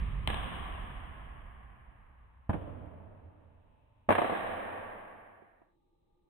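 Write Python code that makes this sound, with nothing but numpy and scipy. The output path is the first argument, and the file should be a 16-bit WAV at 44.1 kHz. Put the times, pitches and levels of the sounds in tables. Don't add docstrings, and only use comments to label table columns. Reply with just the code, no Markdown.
import sys
import numpy as np
from scipy import signal
from scipy.fft import rfft, irfft, next_fast_len
from scipy.io import wavfile

SR = 44100
rng = np.random.default_rng(int(sys.argv[2]) if len(sys.argv) > 2 else 0)


def store_pcm(level_fs):
    pcm = np.round(np.clip(level_fs, -1, 1) * 32767).astype(np.int16)
    wavfile.write(sys.argv[1], SR, np.atleast_2d(pcm).T)


def gain_from_db(level_db):
    decades = np.asarray(level_db, float) / 20
    return 10 ** decades


N = 277389

# start in seconds, click peak in dB,
# lean to the left in dB (98 % of it is used), delay of the right port in ms, dulling in dB per octave.
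ARRIVALS = [(0.2742, -14, 3.9, 1.7, -4), (0.303, -24, -12, -0.6, -0.5), (0.343, -25.5, 14, -2.3, -1.5),
            (2.4945, -24.5, -0.5, 0.6, -3.5), (2.532, -30.5, -1.5, -0.8, -6), (2.551, -34.5, -5, 0.9, 3.5),
            (4.0911, -9, -0.5, -0.9, -2.4), (4.1053, -9, 4, 0.3, -2.5), (4.1150, -12.5, -1, -1, -2),
            (4.1234, -14.5, -2, 2, -7), (4.1515, -16, -4.5, 0.8, -5.5), (4.1832, -14, 2.5, -0.2, -5),
            (4.187, -20, -10, 0.2, 0.5), (4.2166, -15, 2, 2, -0.5), (4.244, -18.5, -4, 1.1, -1),
            (4.296, -21, 0, 0.5, 0.5), (4.321, -21, 4.5, -.14, 2), (4.351, -23, 0, 0, -3.5),
            (5.422, -42.5, -11.5, 0.4, 6), (5.6170, -34.5, -1, -0.5, 1.5)]
# pitch in Hz, relative level in dB.
BLOW_COLOURS = [
    [(88, -39), (150, -2.5), (249, -9), (389, -12.5), (813, -8), (1500, -28), (1730, -14.5), (2210, -16),
     (2610, -11.5), (3190, -13.5), (4080, -25), (4410, -42), (5900, -53), (7670, -80), (13000, -120)],
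    [(71, -34.5), (120, 0.5), (219, -7.5), (480, -13.5), (982, -14.5), (1140, -22.5), (1270, -24),
     (1550, -25.5), (2150, -35.5), (2500, -34.5), (2790, -43), (3180, -42), (4330, -65), (5900, -85.5),
     (7670, -109), (13000, -120)],
    [(88, -25.5), (150, -11.5), (265, -2.5), (545, -4), (697, -0.5), (878, -4.5), (1290, -11.5),
     (1370, -16.5), (2140, -19.5), (3000, -30), (3960, -42.5), (4270, -52.5), (5900, -62.5), (7670, -94.5),
     (13000, -120)],
]
# start in seconds, level in dB before
# build-up and fading, build-up time in seconds, factor on the room's fading time.
RINGS = [(-.3, -29, .011, 1.41), (0.273, -37.5, 0.005, 1.214), (2.494, -37.5, 0.0067, 0.84),
         (4.088, -30.5, 0.04, 1.267)]
# pitch in Hz, relative level in dB.
RING_COLOURS = [
    [(12, -36.5), (20, -14), (54, -6.5), (110, -18.5), (138, -16.5), (189, -27), (297, -38.5), (729, -44),
     (1120, -35), (1500, -47), (1670, -41.5), (3280, -44.5), (4300, -55.5), (5590, -100), (9460, -120)],
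    [(120, -14.5), (200, 1), (276, -5), (455, -10), (770, -5.5), (910, -7.5), (1090, -8.5), (1320, -10),
     (1680, -10), (2570, -10.5), (3280, -6.5), (4030, -20), (4300, -54.5), (5590, -67), (9460, -120)],
    [(12, -61.5), (20, -7.5), (43, -17.5), (86, -2), (135, -12), (297, -12.5), (339, -20), (623, -13),
     (762, -20), (872, -20.5), (954, -22), (2000, -36.5), (3280, -38.5), (4300, -56.5), (5590, -105),
     (9460, -120)],
    [(12, -39.5), (20, -2), (48, -29.5), (92, -9), (129, -21.5), (221, -4), (397, -6), (681, 1), (1310, -9),
     (1670, -8.5), (2870, -14), (3840, -19), (4300, -24), (5590, -84), (9460, -120)],
]
# centre in Hz, added height in dB, width in Hz.
RING_PEAKS = [
    [],
    [(745, -9, 120), (1102, 4.5, 230), (1680, -5, 80), (2930, -7, 55)],
    [(90.5, 3, 23), (300, -5, 22)],
    [(98, 6, 29), (194, -9, 20), (517, -7.5, 53), (720, -9, 420), (1144, 3.5, 52), (1637, -2, 55),
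     (1820, 4.5, 19)],
]
# pitch in Hz, seconds to fall 60 dB before the ring's own factor.
ROOM_FADE = [(30, 4.2), (60, 3), (110, 3.11), (280, 3.03), (740, 3.24), (1900, 3.545), (4000, 1.5)]
# pitch in Hz, likeness from 0 to 1.
LIKENESS = [(40, 1), (70, .85), (130, 0.54), (290, .12), (600, .01)]
# pitch in Hz, relative level in dB.
TONE_COLOURS = [
    [(12, -38), (20, -10.5), (81, -7), (118, -1.5), (169, -27.5), (237, -15.5), (347, -32), (609, -23),
     (797, -28.5), (872, -13.5), (1400, -37.5), (2680, -29.5), (4300, -43), (5590, -102), (9460, -120)],
    [(12, -30), (20, -1), (27, -7.5), (189, -18.5), (259, -23.5), (355, -9), (397, -23.5), (486, -20.5),
     (745, -36.5), (815, -15), (1070, -41), (1190, -24), (1340, -47), (3280, -41.5), (4300, -35.5),
     (5590, -52), (9460, -120)],
]
TONE_LEVELS_DB = [-68.5, -73.5]
# centre in Hz, width in Hz, rms level in dB before its swell.
DRONE = (62, 14, -67)
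# time in seconds, change in dB.
DRONE_SWELL = [(0, 1), (1.3, -3.5), (1.9, 5), (2.498, 3.5), (4.1, -13), (6.3, -41.5)]
# centre in Hz, width in Hz, rms level in dB.
WHINES = [(875, 15, -87), (1020, 20, -90), (2592, 6, -96)]
# start in seconds, end in seconds.
DISSOLVE = (4.72, 5.775)
# start in seconds, pitch in Hz, level in dB,
# seconds to fall 60 dB, left over right in dB.
THUDS = [(0.2801, 121.5, -27, 0.036, -7), (2.4930, 98, -20, 0.086, -2.5), (2.495, 251, -28, 0.037, -3.5),
         (4.0865, 216, -27.5, 0.18, -1.5), (4.096, 95, -31.5, 0.23, -5.5)]
# pitch in Hz, left over right in dB.
PORTS = [(60, -5), (130, -3.5), (250, -5.5), (490, -3.5), (700, -2.5), (1080, 6), (1700, -7), (3100, 5),
         (6000, -3.5), (9000, 1), (15000, -2)]
# pitch in Hz, relative level in dB, seconds to fall 60 dB if left untouched.
LID_MODES = [(694, -11, 0.28), (1243, 0, 0.0079), (1710, -8, 0.084), (2125, -13.5, 0.052)]
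# ringing of the lid in dB,
# scatter in dB before smearing, seconds for the scatter to fall 60 dB.
TRAILS = [(-30.5, -29, .04), (-27, -18.5, 0.081), (-31.5, -21.5, 0.055)]
# level in dB
# at the blow, change in dB per second, span in seconds, dulling in dB per octave.
STREWN = [(-25.5, -40, .04, 2.5), (-27, -63, 0.054, 1), (-21.5, -30.5, .012, 0)]
STREWN_COUNTS = [2, 2, 2]

HISS_DB = -101
SLOWED_RATE = 48000 / 4
STEADY_EDGE_HZ = 4150
STREWN_SPREAD_DB, STREWN_PAN_DB = 2, 4
LAG_MS_PER_DB = 0.24
SMEAR_DB_PER_S, SMEAR_MOST_DB = 39.5, 7
LONGEST_RING_S = 0.048


def read(points, hz):
    f, value = np.transpose(points)
    return np.interp(np.log(hz + 1), np.log(f + 1), value)


def amp_of(points, hz):
    return gain_from_db(read(points, hz))


def evened(x):
    return x / np.sqrt(np.mean(x ** 2) + 1e-30)


def fuzzy_tone(centre_hz, width_hz, db, channels):
    hz = np.fft.rfftfreq(N, 1 / SR)
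    resonance = 1 / (1 + ((hz - centre_hz) / width_hz * 2) ** 2)
    noise = rng.standard_normal((channels, N))
    return gain_from_db(db) * evened(irfft(rfft(noise) * resonance, N))


def hum():
    swell_db = np.interp(np.arange(N) / SR, *np.transpose(DRONE_SWELL))
    drone = gain_from_db(swell_db) * fuzzy_tone(*DRONE, channels=1)
    return drone + sum(fuzzy_tone(*whine, channels=2) for whine in WHINES)


def diffuse(colour, shape):
    size = next_fast_len(N + 4096)
    fine_hz = np.fft.rfftfreq(size, 1 / SR)
    spectra = rfft(rng.standard_normal((2, size)))
    same = np.clip(read(LIKENESS, fine_hz), -1, 1)
    spectra[1] = same * spectra[0] + np.sqrt(1 - same ** 2) * spectra[1]
    edge = 1 + (fine_hz / STEADY_EDGE_HZ) ** 60
    noise = evened(irfft(spectra * colour(fine_hz) / edge, size))
    hz, t, slices = signal.stft(noise, SR, nperseg=1024, noverlap=768)
    shaped = slices * shape(hz[:, None], t)
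    return signal.istft(shaped, SR, nperseg=1024, noverlap=768)[1][:, :N]


def room_tone(colour, db):
    return gain_from_db(db) * diffuse(lambda hz: amp_of(colour, hz), lambda hz, t: 1)


def ring(start, db, build, slower, colour, peaks):
    def tint(hz):
        lift = 1 + sum(gain_from_db(lift_db) / (1 + ((hz - f) / width * 2) ** 2) for f, lift_db, width in peaks)
        lean = gain_from_db(read(PORTS, hz) / 2)
        return np.array([lean, 1 / lean]) * amp_of(colour, hz) * lift

    def fade(hz, t):
        return gain_from_db(-60 * np.maximum(t - start, 0) / (slower * read(ROOM_FADE, hz)))

    age = np.maximum(np.arange(N) / SR - start, 0)
    return gain_from_db(db) * diffuse(tint, fade) * (1 - np.exp(-age / build))


def thuds():
    out = np.zeros((2, N))
    for start, hz, db, t60, pan_db in THUDS:
        age = np.maximum(np.arange(N) / SR - start, 0)
        side_db = np.array([[.5], [-.5]]) * pan_db
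        out += gain_from_db(db + side_db - 60 * age / t60) * np.sin(2 * np.pi * hz * age)
    return out


def strewn_echoes():
    rows = []
    for (start, *_), (db, fade_db, span, dulling_db), count in zip(RINGS[1:], STREWN, STREWN_COUNTS):
        for k, (place, size, side) in enumerate(rng.random((count, 3))):
            age = span * ((k + place) / count) ** 2 + .004
            pan_db = STREWN_PAN_DB * (2 * side - 1)
            level_db = db + fade_db * age + STREWN_SPREAD_DB * (2 * size - 1)
            rows.append((start + age, level_db, pan_db, LAG_MS_PER_DB * pan_db, dulling_db))
    return rows


def blow(colour, dulling_db, share, late):
    hz = abs(np.fft.fftfreq(8192, 1 / SR))
    lean_db = share * read(PORTS, hz) - dulling_db * np.log2(hz / 800 + 0.069)
    lean_db -= 30 * late * np.clip(hz / STEADY_EDGE_HZ * 20 - 20, 0, 1)
    log_gain = np.log(amp_of(colour, hz) * gain_from_db(lean_db) + 1e-4)
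    click = np.fft.ifft(np.exp(np.conj(signal.hilbert(log_gain)))).real[:3000]
    return click / abs(click).max()


def arrivals():
    out = np.zeros((2, N + SR))
    later_starts = [r[0] - .01 for r in RINGS[2:]]
    age = np.arange(3000) / SR
    modes = sum(gain_from_db(db - 60 * age / min(t60, LONGEST_RING_S)) * np.sin(2 * np.pi * hz * age)
                for hz, db, t60 in LID_MODES)
    for start, db, pan_db, lag_ms, dulling_db in ARRIVALS + strewn_echoes():
        which = np.searchsorted(later_starts, start)
        ring_db, scatter_db, t60 = TRAILS[which]
        since_blow = start - RINGS[which + 1][0]
        late = since_blow > .012 + .006 * which
        scatter = rng.standard_normal((2, len(age))) * gain_from_db(scatter_db - 60 * age / t60)
        scatter *= np.minimum(age / 0.0021, 1)
        smear = gain_from_db(min(SMEAR_DB_PER_S * since_blow, SMEAR_MOST_DB) / 2)
        drive = smear * scatter + gain_from_db(ring_db) * modes
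        drive[:, 0] = 1 / smear
        # delay in seconds, share of the lean between the ports.
        for side, delay, share in ((0, 0.00077, 0.43), (1, lag_ms / 1000, -0.55)):
            click = blow(BLOW_COLOURS[which], dulling_db, share, late)
            sound = signal.fftconvolve(drive[side], click)
            at = round((start + delay) * SR)
            out[side, at:at + len(sound)] += gain_from_db(db + share * pan_db) * sound
    return out[:, :N]


def scene():
    rings = sum(ring(*r, *more) for r, *more in zip(RINGS, RING_COLOURS, RING_PEAKS))
    first = room_tone(TONE_COLOURS[0], TONE_LEVELS_DB[0]) + hum() + rings + thuds() + arrivals()
    second = room_tone(TONE_COLOURS[1], TONE_LEVELS_DB[1])
    mix = np.interp(np.arange(N) / SR, DISSOLVE, (0, 1))
    return (1 - mix) * first + mix * second


def band_limit(x):
    return signal.sosfilt(signal.butter(12, 16480, fs=SR, output="sos"), x)


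def record(dry):
    padded = np.pad(dry, ((0, 0), (0, SR // 10)), "linear_ramp")
    size = padded.shape[1]
    count = round(size / SR * SLOWED_RATE)
    sparse = signal.resample(padded, count, axis=1)
    joined = np.array([np.interp(np.arange(4 * count) / 4, np.arange(count), side) for side in sparse])
    full_rate = signal.resample(joined, size, axis=1)[:, :N]
    top_cut = signal.firwin(401, 15500, window=("kaiser", 8), fs=SR)
    out = signal.oaconvolve(full_rate, top_cut[None], "same")
    out += gain_from_db(HISS_DB) * rng.standard_normal(out.shape)
    return band_limit(out)


dry = scene()
out = record(dry)
store_pcm(out)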